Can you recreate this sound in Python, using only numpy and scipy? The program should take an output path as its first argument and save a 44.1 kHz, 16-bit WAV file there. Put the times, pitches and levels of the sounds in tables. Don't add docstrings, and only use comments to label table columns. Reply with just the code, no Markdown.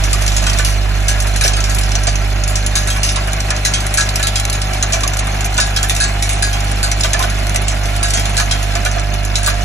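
import sys
import numpy as np
from scipy import signal
from scipy.fft import rfft, irfft, next_fast_len
from scipy.io import wavfile
from scipy.ndimage import uniform_filter1d

SR = 44100
rng = np.random.default_rng(int(sys.argv[2]) if len(sys.argv) > 2 else 0)


def convert_level_to_amplitude(level_db):
    exponent = np.asarray(level_db, float) / 20
    return 10 ** exponent


def transcribe(u):
    v = np.clip(np.atleast_2d(u).T, -1, 1)
    q = np.round(v * 32767).astype(np.int16)
    wavfile.write(sys.argv[1], SR, q)


N = 425124

SHAKE_HZ = 50.016
SECOND_DB, SECOND_FOLLOWS = -23, 0.38
LEAD_RAD_PER_DB = .035
RIM_FROM_S, RIM_DB_PER_S = 8.3, -11
BODY_DB, BODY_FOLLOWS, FIZZ_DB, JOSTLE_DB = -26.5, 0.36, -29.5, -30.0
EDGE_DB_PER_DB = -0.38
ROLL_T60_S, SLAP_T60_S, TICK_T60_S, BOUNCE_T60_S = 0.16, 0.076, 0.16, 0.09
CRACK, CRACK_S = 0.8, 0.004
FLOOR_SPREAD_DB = 3.5
TAP_HZ, NICK_T60_S, NICK_WIDTH_HZ = 6200, .07, 700
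DUCK_FROM_DB, DUCK_SHARE, DUCK_S = -16.5, 0.5, 0.0066

# time in seconds, hum level in dB, left over right in dB.
HUM_PATH = [
    (0.0, -13.5, -3.5),
    (0.35, -14, -4),
    (2.2, -14.5, -3.5),
    (3.76, -19, 0),
    (6.68, -16.5, -1.5),
    (9.64, -17, -4),
]
# time in seconds, way in wave lengths.
BOWL_WAY = [(0.0, 0.013), (1.0, 0.44), (2.25, 0.46), (4.4, 0.59), (7.3, 0.99), (9.64, 1)]
# multiple of the shake, level in dB.
HUM_ORDERS = [(3, -34), (4, -38), (5, -45), (6, -44), (8, -48), (10, -48), (11, -47)]
ORDER_LAG_RAD = [.27, 1.6, 1.5, 2.4, 3., 4.2, 5.4, 6.]
# order, mean level in dB, swing in dB, crests per wave length, first crest in wave lengths.
WALL_WAVES = [(12, -39, 1.5, 1.9, .55), (14, -40.5, 7.5, .62, 1.12), (15, -40.5, 4, .9, .62),
              (16, -39.5, 3.5, .9, .86)]
# start in seconds, clack level in dB, shell pitch in Hz, rail ring in dB, clack t60 in seconds.
STRIKES = [(0.4663, -11.5, 7740, -10, 0.1), (1.0824, -6, 6200, -5.5, 0.2), (1.4108, -5, 6100, -5, 0.073),
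           (1.478, -4, 6000, -12.5, 0.068), (1.566, -17.5, 3700, -2.5, 0.087),
           (1.695, -17, 6960, -2.5, 0.41), (2.7544, -5, 6500, -6.5, 0.25), (2.873, -15.5, 6400, -3.5, 0.52),
           (3.6501, -3.5, 6600, -7, 0.19), (3.973, -4.5, 6030, -3.5, 0.24), (4.228, -6.5, 6400, -5, 0.068),
           (5.6001, -5.5, 5460, -3.5, 0.24), (5.7625, -11, 5370, -5, 0.11), (6.0019, -9.5, 6200, 0.5, 0.36),
           (6.0385, -7, 6440, -9, 0.066), (6.423, -10.5, 4300, -0.5, 0.21), (6.829, -11.5, 4400, -1, 0.23),
           (8.0291, -11, 6400, -2.5, 0.23), (8.1359, -9, 6100, -6.5, 0.29), (8.376, -7.5, 6600, -5, 0.13),
           (8.3987, -9.5, 6200, -6.5, 0.16), (8.85, -11, 6200, -9.5, 0.17), (9.431, -16.5, 7200, -4, 0.1),
           (9.461, -10.5, 4300, -1.5, 0.21)]
# start in seconds, level in dB, shell pitch in Hz, t60 in seconds.
SNAPS = [(0.1303, -4.5, 5030, 0.1), (0.648, -9, 6150, 0.38), (1.269, -18, 3890, 0.17),
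         (1.361, -13, 6100, 0.17), (1.4376, -5, 5800, 0.25), (2.0353, -17, 6100, 0.099),
         (2.477, -17, 7340, 0.3), (2.663, -9, 7140, 0.093), (3.032, -6.5, 6200, 0.32),
         (3.332, -13, 7050, 0.06), (3.866, -13.5, 9400, 0.061), (3.9395, -10.5, 6800, 0.12),
         (4.157, -8, 5300, 0.11), (4.2694, -6.5, 3580, 0.15), (4.3977, -9.5, 8230, 0.071),
         (4.452, -6.5, 6100, 0.025), (4.4986, -9, 5850, 0.043), (5.0763, -9, 6600, 0.061),
         (5.169, -14, 6140, 0.075), (5.829, -9.5, 7100, 0.15), (5.896, -4.5, 3560, 0.16),
         (6.224, -8.5, 5900, 0.21), (6.2918, -10.5, 9500, 0.3), (7.192, -13.5, 6040, 0.2),
         (7.468, -15, 6300, 0.03), (7.4939, -13.5, 6300, 0.05), (7.5595, -5, 6000, 0.078),
         (7.9624, -18, 3580, 0.13), (9.25, -17.5, 7140, 0.072)]
# start in seconds, level in dB, shell pitch in Hz.
ROLLS = [(0.0365, -11, 6200), (0.365, -9, 6700), (0.318, -15.5, 6200), (0.5857, -10, 5700),
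         (1.639, -11.5, 5550), (1.833, -14.5, 5580), (2.069, -7, 6150), (2.5551, -9, 5960),
         (3.089, -9.5, 5800), (3.158, -11, 3760), (3.7364, -6.5, 6000), (4.007, -7.5, 6460),
         (4.3562, -7.5, 7850), (4.527, -12.5, 3870), (4.922, -11, 5630), (4.9318, -10.5, 7000),
         (4.9524, -20, 6000), (7.034, -7.5, 3770), (7.6808, -10, 7700), (8.5107, -6.5, 3950),
         (9.3547, -6.5, 6400)]
# start in seconds, level in dB, shell pitch in Hz.
SLAPS = [(0.2627, -10, 5940), (0.2768, -7.5, 5500), (0.438, -15.5, 5700), (0.497, -8.5, 5700),
         (1.6033, -11, 6310), (1.917, -13, 5540), (1.952, -6, 5800), (2.155, -12, 6140), (2.436, -12, 6400),
         (3.403, -13, 5900), (3.504, -7, 5800), (4.089, -10.5, 3870), (4.616, -11.5, 5140),
         (4.733, -14, 5730), (4.8254, -2, 6200), (5.0337, -7.5, 6160), (5.1344, -13.5, 7000),
         (5.1903, -9, 6400), (5.4067, -13.5, 6750), (5.444, -12, 6300), (5.578, -4.5, 6330),
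         (6.9143, -5, 5930), (7.0074, -8.5, 7000), (7.132, -2.5, 6300), (7.546, -22, 6300),
         (8.1046, -10, 5900), (8.367, -8, 7360), (8.752, -10.5, 6200), (9.4446, -12, 7000),
         (4.9318, -6, 6350)]
# start in seconds, level in dB, shell pitch in Hz.
TICKS = [(0.221, -14.5, 6200), (1.202, -13, 5800), (1.811, -17, 5100), (2.902, -16, 5260),
         (3.8042, -17, 7800), (4.1945, -17, 4000), (5.5417, -21, 7160), (5.6652, -23, 6930),
         (5.9494, -15, 6230), (5.964, -13, 6940), (6.33, -28, 5530), (6.5293, -17.5, 6600),
         (7.226, -11.5, 3660), (7.856, -18.5, 6000), (8.084, -17, 5300), (8.1958, -18, 5220),
         (8.2543, -14, 3570), (8.628, -17, 6600), (8.913, -19, 6280), (9.139, -20, 3770)]
# start in seconds, level in dB, shell pitch in Hz.
BOUNCES = [(0.3806, -14, 6680), (0.531, -11.5, 4660), (.5744, -16, 5700), (1.5329, -15, 7810),
           (1.7468, -18, 5230), (1.784, -12, 2420), (1.89, -16.5, 5800), (2.0894, -15, 6100),
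           (3.563, -14.5, 6450), (4.5525, -18, 6800), (4.7444, -17, 2350), (5.0055, -14, 6070),
           (5.459, -17, 2390), (5.5674, -15, 6390), (5.771, -9, 3950), (6.6049, -18, 6910),
           (6.7141, -18, 6800), (7.2983, -14.5, 6400), (8.1005, -22, 6070), (8.1726, -12, 5200),
           (8.9945, -16, 5700), (9.232, -25, 6000), (9.3447, -38, 6370), (9.4994, -13, 2450)]
EDGE_DB = {"strike": -15, "snap": -12.5, "roll": -23, "slap": -21.5, "tick": -16}
GLANCE_DB = {"snap": -19, "roll": -14, "slap": -13.5, "tick": -27}
# frequency in Hz, density in dB per Hz.
CLACK_COLOUR = [(900, -27.5), (2200, -1.5), (4000, -1), (6300, 0.5), (9200, 1), (10800, -6.5), (12500, -18),
                (16000, -38), (16500, -70)]
# frequency in Hz, level in dB, t60 in seconds.
RAIL_MODES = [(1336, -5, .26), (1505, -4, .15), (1658, 0, .28), (2562, -8, .12), (3660, -9, .2),
              (3897, -5, .17), (4360, -4, .2), (4520, -9, .1), (5150, -14, .12), (6160, -8, .12),
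              (6700, -7, .2), (7170, -12, .12), (7670, -6, .16), (8120, -9, .1)]
# frequency in Hz, level in dB, t60 in seconds.
RAIL_TOP_MODES = [(4866, -5, .2), (7900, -4, .08), (8634, 0, .13), (8871, 0, .13), (9259, -1, .13),
                  (9797, -4, .12), (10335, -6, .07), (10700, -5, .07)]
# frequency in Hz, level in dB, t60 in seconds.
PLATE_MODES = [(1490, 0, 0.17), (1900, -6, .12), (2519, 4, 0.16), (3251, 9, .2), (3820, -1, 0.17),
               (4005, -2, 0.2), (4801, -1, .15), (5211, 1, .2), (5684, -12, .1), (6416, 7, 0.13),
               (7708, 6, 0.11), (7816, 6, .1)]
# start in seconds, level in dB.
PLATE_PINGS = [(0.466, -25), (1.5329, -28), (2.754, -45), (2.901, -28), (3.7382, -26), (3.8046, -43),
               (4.157, -45), (4.3569, -26.5), (5.762, -26), (6.529, -30), (8.174, -31), (8.511, -26)]
# start in seconds, level in dB, low mode in Hz, high mode share in dB.
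THUDS = [(0.132, -19.5, 1190, 10), (.465, -31, 1070, 21.5), (0.591, -12, 686, 7), (1.411, -26, 750, 11),
         (1.446, -5.5, 686, 1), (1.953, -11, 665, -9), (2.07, -5, 680, -3), (2.754, -15, 1170, -14),
         (3.162, -7.5, 1120, -7), (3.275, -15.5, 660, 6), (3.504, -12.5, 695, 7.5), (3.982, -12, 1143, -2),
         (4.195, -21.5, 655, 13), (4.228, -31, 755, 9), (4.826, -15, 690, 8), (4.931, -9.5, 684, 7),
         (5.032, -6.5, 1140, -6), (5.268, -22, 700, 10), (5.581, -14.5, 666, 13), (5.833, -22, 770, 15),
         (6.422, -23, 816, -7), (7.041, -6, 686, 5), (7.137, -8.5, 678, 1.5), (7.195, -3, 1057, -9),
         (7.232, -7.5, 693, 2), (7.544, -6.5, 697, -3), (2.96, -15, 1120, 5), (4.96, -10, 670, -6),
         (1.49, -19, 1080, 10), (9.5, -16.5, 680, 6), (8.028, -23, 700, 8), (8.397, -15, 1033, 11.5),
         (8.96, -8, 686, -7), (5.06, -12, 654, -16), (8.753, -10.5, 694, 2.5), (8.858, -9, 710, 3.5),
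         (9.475, -14.5, 710, 13)]
# frequency in Hz, level in dB, width in Hz.
FLOOR_MODES = [(1033, -15, 30), (1188, -6, 30), (1242, -4, 30), (1507, 3.5, 61), (1733, 2, 38),
               (2000, -7.5, 45), (2344, 0, 32), (2750, -3, 110), (3180, -6, 83)]
# start in seconds, level in dB, pitch in Hz.
NICKS = [(0.2113, -16.5, 8600), (0.3723, -19, 8850), (0.5836, -20, 10100), (1.1907, -22, 9000),
         (1.2224, -16, 8250), (1.4223, -14, 9000), (1.467, -15, 8400), (1.7472, -13, 9360),
         (1.7656, -19, 9550), (1.7871, -13, 9300), (2.4969, -17, 9900), (2.7834, -21, 8550),
         (2.9669, -19, 9600), (3.0908, -22, 8700), (3.1212, -20, 9660), (3.2734, -16.5, 9500),
         (3.9415, -7, 9150), (4.1844, -23, 7800), (4.5269, -15, 9700), (4.7369, -23, 10400),
         (5.1893, -14, 9100), (5.269, -18, 9050), (5.4071, -21, 9500), (5.4524, -12.5, 9500),
         (5.5754, -15, 8600), (5.8866, -18, 10600), (5.9632, -19, 8200), (5.9858, -18, 9900),
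         (6.0385, -22, 9400), (6.3305, -11, 9050), (6.4437, -20, 9300), (6.4675, -17, 9100),
         (6.6439, -17, 8400), (6.7136, -14, 9200), (6.9984, -17, 8400), (7.2969, -22, 10300),
         (7.544, -15, 8200), (7.6165, -17, 9600), (8.1037, -19, 9800), (8.1954, -15, 9700),
         (8.2939, -17, 9400), (9.3856, -20, 9170), (9.4306, -18.5, 9100), (9.4734, -6, 8680),
         (9.4912, -15.5, 9250)]
# start in seconds, level in dB.
TAPS = [(.0533, -23), (0.34, -21), (.4255, -21), (1.2944, -28), (1.3378, -24), (2.3678, -39), (2.6401, -26),
        (2.8321, -23), (2.9275, -23), (3.321, -21), (3.365, -26), (4.669, -23), (7.7151, -20),
        (7.8348, -21), (8.4575, -22), (8.9471, -29), (9.6081, -28)]
# time in seconds, level in dB.
CROWD_LIVELY = [(0.0, 2.5), (0.54, 4), (0.7, -1.5), (1.5, 1), (2.3, -2), (3.3, -1), (4.6, -0.5), (5.3, 0),
                (6.2, -1), (6.7, 1), (7.4, 0), (7.9, -0.5), (8.56, 1.5), (9.15, -5.5), (9.64, 0)]
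# frequency in Hz, density in dB per Hz.
CROWD_BODY = [(45, 5), (90, 5.5), (170, 4.5), (320, -5.5), (361, -0.5), (400, -6.5), (570, -10.5),
              (620, -1), (675, 4.5), (770, -4.5), (930, -3.5), (1600, 0), (2650, -0.5), (3000, -6.5),
              (5000, -37.5)]
# frequency in Hz, density in dB per Hz.
CROWD_FIZZ = [(1500, -16.5), (3000, 3), (4800, -3), (6300, -2.5), (9200, -0.5), (10500, -4), (12800, -14),
              (13500, -28.5), (16300, -60)]
# frequency in Hz, likeness from 0 to 1, right over left in dB.
PORT_LIKENESS = [(60, 0.69, -4.5), (232, 1, 4.5), (440, 0.65, 8.5), (830, 0.025, 7), (2010, 0.96, -1.5),
                 (2450, 0.048, 3), (2930, 0.28, 0), (4400, 0.39, 2), (5030, 0.7, -0.5), (5030, 0.57, 4.5),
                 (5200, 0.64, 4), (5800, 1, -1.5), (7050, 0.66, 1), (9800, 0.95, -1), (10290, 0.7, 1),
                 (11900, 0.7, -1)]
# frequency in Hz, phase of right against left in radians.
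PORT_TURN = [(0, .15), (500, 1.), (1000, -.6), (1800, -.1), (2300, -.8), (2700, -3), (3300, -2.8),
             (4000, -1.1), (4850, -3.1), (5800, -6.28), (8300, -9.1), (9400, -9.43), (11900, -12.57),
             (13800, -12.6)]


def evened(x):
    return x / np.sqrt(np.mean(x ** 2) + 1e-20)


def curves(rows):
    s, *columns = np.transpose(rows)
    return [np.interp(np.arange(N) / SR, s, c) for c in columns]


def read(points, hz, order=1):
    table = np.transpose(points)
    return np.interp(np.log(hz + 1), np.log(table[0] + 1), table[order])


def coloured(x, points):
    size = next_fast_len(N)
    gain = convert_level_to_amplitude(read(points, np.fft.rfftfreq(size, 1 / SR)))
    return evened(irfft(rfft(x, size) * gain, size)[:, :N])


def drift(seconds, count):
    z = rng.standard_normal((count, N // 100 + 2))
    width = max(int(seconds * SR / 100), 1)
    z = evened(uniform_filter1d(uniform_filter1d(z, width), width))
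    return np.array([np.interp(np.arange(N) / 100, np.arange(len(v)), v) for v in z])


def ringing(z, hz, width_hz):
    r = np.exp(-np.pi * width_hz / SR)
    return evened(signal.lfilter([1, 0, -1], [1, -2 * r * np.cos(2 * np.pi * hz / SR), r * r], z))


def mode_bank(table, t):
    hz, db, t60_s = np.transpose(table)[:, :, None]
    return convert_level_to_amplitude(db - 60 * t / t60_s) * np.exp(2j * np.pi * hz * t)


def struck(modes, spread_db):
    g = rng.standard_normal((2, 2, len(modes)))
    return ((convert_level_to_amplitude(spread_db * g[0]) * np.exp(9j * g[1])) @ modes).real


def place(out, start_s, sound):
    at = round(start_s * SR)
    out[:, at:at + sound.shape[1]] += sound


def rise(t, seconds):
    return 1 - np.exp(-t / seconds)


def shake():
    return 2 * np.pi * SHAKE_HZ * np.arange(N) / SR + 1.012


def hum():
    first_db, pan_db = curves(HUM_PATH)
    way, = curves(BOWL_WAY)
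    angle, out = shake(), np.zeros((2, N))
    second_db = SECOND_DB + SECOND_FOLLOWS * (first_db - first_db.mean())
    levels = [(1, first_db), (2, second_db)] + HUM_ORDERS
    lags = [LEAD_RAD_PER_DB * (first_db - first_db.max())] + ORDER_LAG_RAD
    port_lead = np.array([[0], [.18]])
    for (k, db), wobble, lag in zip(levels, drift(0.051, count=len(levels)), lags):
        out = out + convert_level_to_amplitude(db + 0.2 * k * wobble) * np.cos(k * angle - lag + port_lead / k)

    wall_lean_db = np.array([[-3.1], [2.1]])
    past_rim_s = np.maximum(np.arange(N) / SR - RIM_FROM_S, 0)
    phases = drift(1.5, count=8).reshape(4, 2, -1)
    for (k, mean_db, swing_db, crests, first), wobble, phase in zip(WALL_WAVES, drift(.08, count=4), phases):
        k = round(k)
        db = mean_db + swing_db * np.cos(2 * np.pi * crests * (way - first))
        if k == 16:
            db = db + RIM_DB_PER_S * past_rim_s
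        out = out + convert_level_to_amplitude(db + 1.75 * wobble + wall_lean_db) * np.cos(k * angle + 0.6 * phase)
    return np.sqrt(2) * out * convert_level_to_amplitude(np.array([pan_db, -pan_db]) / 2)


def landings():
    rows = [(s, db, hz, rail, "strike", t60) for s, db, hz, rail, t60 in STRIKES]
    rows += [(s, db, hz, GLANCE_DB["snap"], "snap", t60) for s, db, hz, t60 in SNAPS]
    kinds = [("roll", ROLLS, ROLL_T60_S), ("slap", SLAPS, SLAP_T60_S), ("tick", TICKS, TICK_T60_S),
             ("slap", BOUNCES, BOUNCE_T60_S)]
    for kind, table, t60 in kinds:
        rows += [(s, db, hz, GLANCE_DB[kind], kind, t60) for s, db, hz in table]
    return [(s, db, hz, rail, EDGE_DB[kind] + EDGE_DB_PER_DB * (db + 8.0), t60)
            for s, db, hz, rail, kind, t60 in rows]


def clack_burst(grit, hz, edge_db):
    shell = 0.25 * ringing(grit, hz, 260)
    chance = 0.17 * sum(ringing(grit, f, 80) for f in rng.uniform(1537, 9000, size=4))
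    treble = signal.lfilter(*signal.butter(2, 8600, "high", fs=SR), grit)
    return grit + shell + chance + (convert_level_to_amplitude(0.96 * (edge_db + 20.5)) - 1) * treble


def falls():
    rail, clack, t = np.zeros((2, N + SR)), np.zeros((2, N + SR)), np.arange(SR // 5) / SR
    modes = mode_bank(RAIL_MODES, t) * rise(t, 0.0041) ** 2
    spread_db = np.where(np.transpose(RAIL_MODES)[0] < 1700, 1.5, 3)
    for s, db, hz, rail_db, edge_db, t60 in landings():
        t60 = max(t60, .02)
        heard = t[:round(t60 * SR)]
        rise_s = .0001 if edge_db > -18 else .0009
        die = convert_level_to_amplitude(-60 * heard / t60) * rise(heard, rise_s) * (1 + CRACK * np.exp(-(heard / CRACK_S) ** 2))
        burst = clack_burst(rng.standard_normal((2, len(heard))), hz, edge_db)
        place(clack, s, convert_level_to_amplitude(db - 1.42) * burst * die)
        lean_db = 1.7 * (rail_db + 10)
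        if lean_db >= -10:
            rattle = 1 + 0.4 * evened(uniform_filter1d(rng.standard_normal(len(t)), 150))
            place(rail, s, convert_level_to_amplitude(db + lean_db - 18.5) * struck(modes, spread_db) * rattle)
    hz = np.fft.rfftfreq(512, 1 / SR)
    colour = signal.minimum_phase(signal.firwin2(511, hz, convert_level_to_amplitude(2 * read(CLACK_COLOUR, hz)), fs=SR))
    return convert_level_to_amplitude(-1.97) * signal.oaconvolve(clack, colour[None], axes=1)[:, :N] + rail[:, :N]


def rail_top():
    out, t = np.zeros((2, N + SR)), np.arange(SR // 6) / SR
    modes = mode_bank(RAIL_TOP_MODES, t) * rise(t, 0.0016)
    for s, db, _, rail_db, _ in STRIKES:
        rattle = 1 + .6 * evened(uniform_filter1d(rng.standard_normal(len(t)), size=90))
        place(out, s, convert_level_to_amplitude(db + 1.9 * rail_db - 4.0) * rattle * struck(modes, 5.1))
    return out[:, :N]


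def thuds():
    out, t = np.zeros((2, N + SR)), np.arange(SR // 7) / SR
    die = convert_level_to_amplitude(-60 * t / .105) * rise(t, .002)
    for s, db, low_hz, high_db in THUDS:
        spot_db = FLOOR_SPREAD_DB * rng.standard_normal(len(FLOOR_MODES))
        shove = rng.standard_normal((2, len(t))) * die
        low = ringing(shove, low_hz, 28) + .8 * ringing(shove, low_hz * .98, 45)
        upper = sum(convert_level_to_amplitude(d + e) * ringing(shove, f, w) for (f, d, w), e in zip(FLOOR_MODES, spot_db))
        high = 0.5 * upper + 0.35 * ringing(shove, 2170, 1600)
        place(out, s, convert_level_to_amplitude(db - 23.5) * (convert_level_to_amplitude(-7.5) * low + convert_level_to_amplitude(high_db - 3.5) * high))
    return out[:, :N]


def plate():
    out, t = np.zeros((2, N + SR)), np.arange(SR // 5) / SR
    modes = mode_bank(PLATE_MODES, t) * rise(t, 0.0026)
    for s, db in PLATE_PINGS:
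        place(out, s, convert_level_to_amplitude(db) * struck(modes, 1.5))
    return out[:, :N]


def nicks():
    out, t = np.zeros((2, N + SR)), np.arange(SR // 16) / SR
    die = convert_level_to_amplitude(-60 * t / NICK_T60_S) * rise(t, 0.00031)
    for s, db, hz in NICKS + [(s, db, TAP_HZ) for s, db in TAPS]:
        puff = ringing(rng.standard_normal((2, len(t))), hz, NICK_WIDTH_HZ)
        place(out, s, convert_level_to_amplitude(db - 2.5) * die * puff)
    return out[:, :N]


def jostle():
    hit = rng.random((2, N)) < 900 / SR
    size = convert_level_to_amplitude(4.5 * np.minimum(rng.exponential(1, (2, N)), 3)) * hit
    shell = rng.integers(0, 18, (2, N))
    pitches_hz = np.geomspace(1300, 6500, 18) * rng.uniform(.96, 1.04, 18)
    return evened(sum(ringing(size * (shell == k), hz, .013 * hz) for k, hz in enumerate(pitches_hz)))


def crowd():
    lively_db, = curves(CROWD_LIVELY)
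    flutter = drift(.012, count=2)
    beat = convert_level_to_amplitude(0.21 * np.cos(shake() - 4.2))
    low = coloured(rng.standard_normal((2, N)) * beat * convert_level_to_amplitude(1.75 * flutter[0]), CROWD_BODY)
    knocks = convert_level_to_amplitude(6.5 * np.minimum(rng.exponential(1, N), 3)) * (rng.random(N) < 300 / SR)
    knocks = signal.lfilter([1], [1, -np.exp(-1 / (.004 * SR))], knocks)
    grain = (0.97 + 0.32 * evened(knocks)) * convert_level_to_amplitude(0.35 * flutter[1])
    high = coloured(rng.standard_normal((2, N)) * grain, CROWD_FIZZ)
    return convert_level_to_amplitude(BODY_DB + BODY_FOLLOWS * lively_db) * low + convert_level_to_amplitude(FIZZ_DB + lively_db) * high


def ports(pair):
    size = next_fast_len(N)
    hz, (left, own) = np.fft.rfftfreq(size, 1 / SR), rfft(pair, size)
    same = np.clip(read(PORT_LIKENESS, hz), 0, 1)
    turn = np.exp(1j * np.interp(hz, *np.transpose(PORT_TURN)))
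    right = same * turn * left + np.sqrt(1 - same ** 2) * own
    return irfft([left, right * convert_level_to_amplitude(read(PORT_LIKENESS, hz, order=2))], size)[:, :N]


def scene():
    parts = falls() + rail_top() + thuds() + plate() + nicks()
    return hum() + ports(parts + crowd() + convert_level_to_amplitude(JOSTLE_DB) * jostle())


def squeezed(x):
    treble = signal.lfilter(*signal.butter(2, 7000, "high", fs=SR), x)
    power = uniform_filter1d((treble ** 2).mean(0), max(int(DUCK_S * SR), 1))
    power_db = 10 * np.log10(abs(power) + 1e-12)
    return x / convert_level_to_amplitude(DUCK_SHARE * np.maximum(power_db - DUCK_FROM_DB, 0))


def kept_bands(z, margin_db=8., slope_db=2.0, linger_db=4.0, doubt_db=2.36):
    level_db = 10 * np.log10((abs(z[:, :1024]) ** 2).reshape(2, 32, 32, -1).sum(2) + 1e-14)
    step_db = slope_db * np.arange(32)[7:, None]
    mask_db = np.maximum.accumulate(level_db.max(0)[7:] + step_db, axis=0) - step_db - margin_db
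    mask_db = np.maximum(mask_db, np.roll(mask_db, 1, axis=1) - linger_db)
    doubt = uniform_filter1d(rng.standard_normal((2, *mask_db.shape)), size=3) * np.sqrt(3)
    keep = level_db[:, 7:] + doubt_db * doubt > mask_db
    keep[:, 11:] = np.logical_and.accumulate(keep[:, 11:], axis=1)
    keep[:, 12:15] |= (level_db[:, 19:22] > mask_db[12:15] - 9) & (doubt[:, 12:15] > 1.6)
    keep[:, :4] = True
    return keep


def starved(x, hit_db=6.0):
    pair = np.array([x[0] + x[1], x[0] - x[1]]) / 2
    window = np.sin(np.pi * (np.arange(2048) + .5) / 2048)
    frames = dict(window=window, nperseg=2048, noverlap=1024)
    z = signal.stft(np.pad(pair, ((0, 0), (680, 0))), **frames)[2]
    z[:, 224:1024] *= np.repeat(kept_bands(z), 32, axis=1)
    thinned = signal.istft(z, **frames)[1][:, 680:680 + N]
    lost = signal.sosfiltfilt(signal.butter(4, 13800, fs=SR, output="sos"), pair - thinned)
    power = (np.diff(pair, n=3, prepend=np.zeros((2, 3))) ** 2).sum(0)
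    jump = uniform_filter1d(power, size=256) / uniform_filter1d(power, size=2048, origin=900)
    jump_db = 10 * np.log10(abs(jump) + 1e-9)
    spared = uniform_filter1d(np.clip((jump_db - hit_db) / 2, 0, 1), size=128)
    mid, side = thinned + lost * spared
    return np.array([mid + side, mid - side])


def top_cut(x):
    return signal.sosfilt(signal.butter(12, 16340, fs=SR, output="sos"), x)


def record(dry):
    limited = np.clip(1.164 * np.tanh(squeezed(dry) / 1.225), -1, 1)
    mix = starved(limited)
    return top_cut(mix)


dry = scene()
out = record(dry)
transcribe(out)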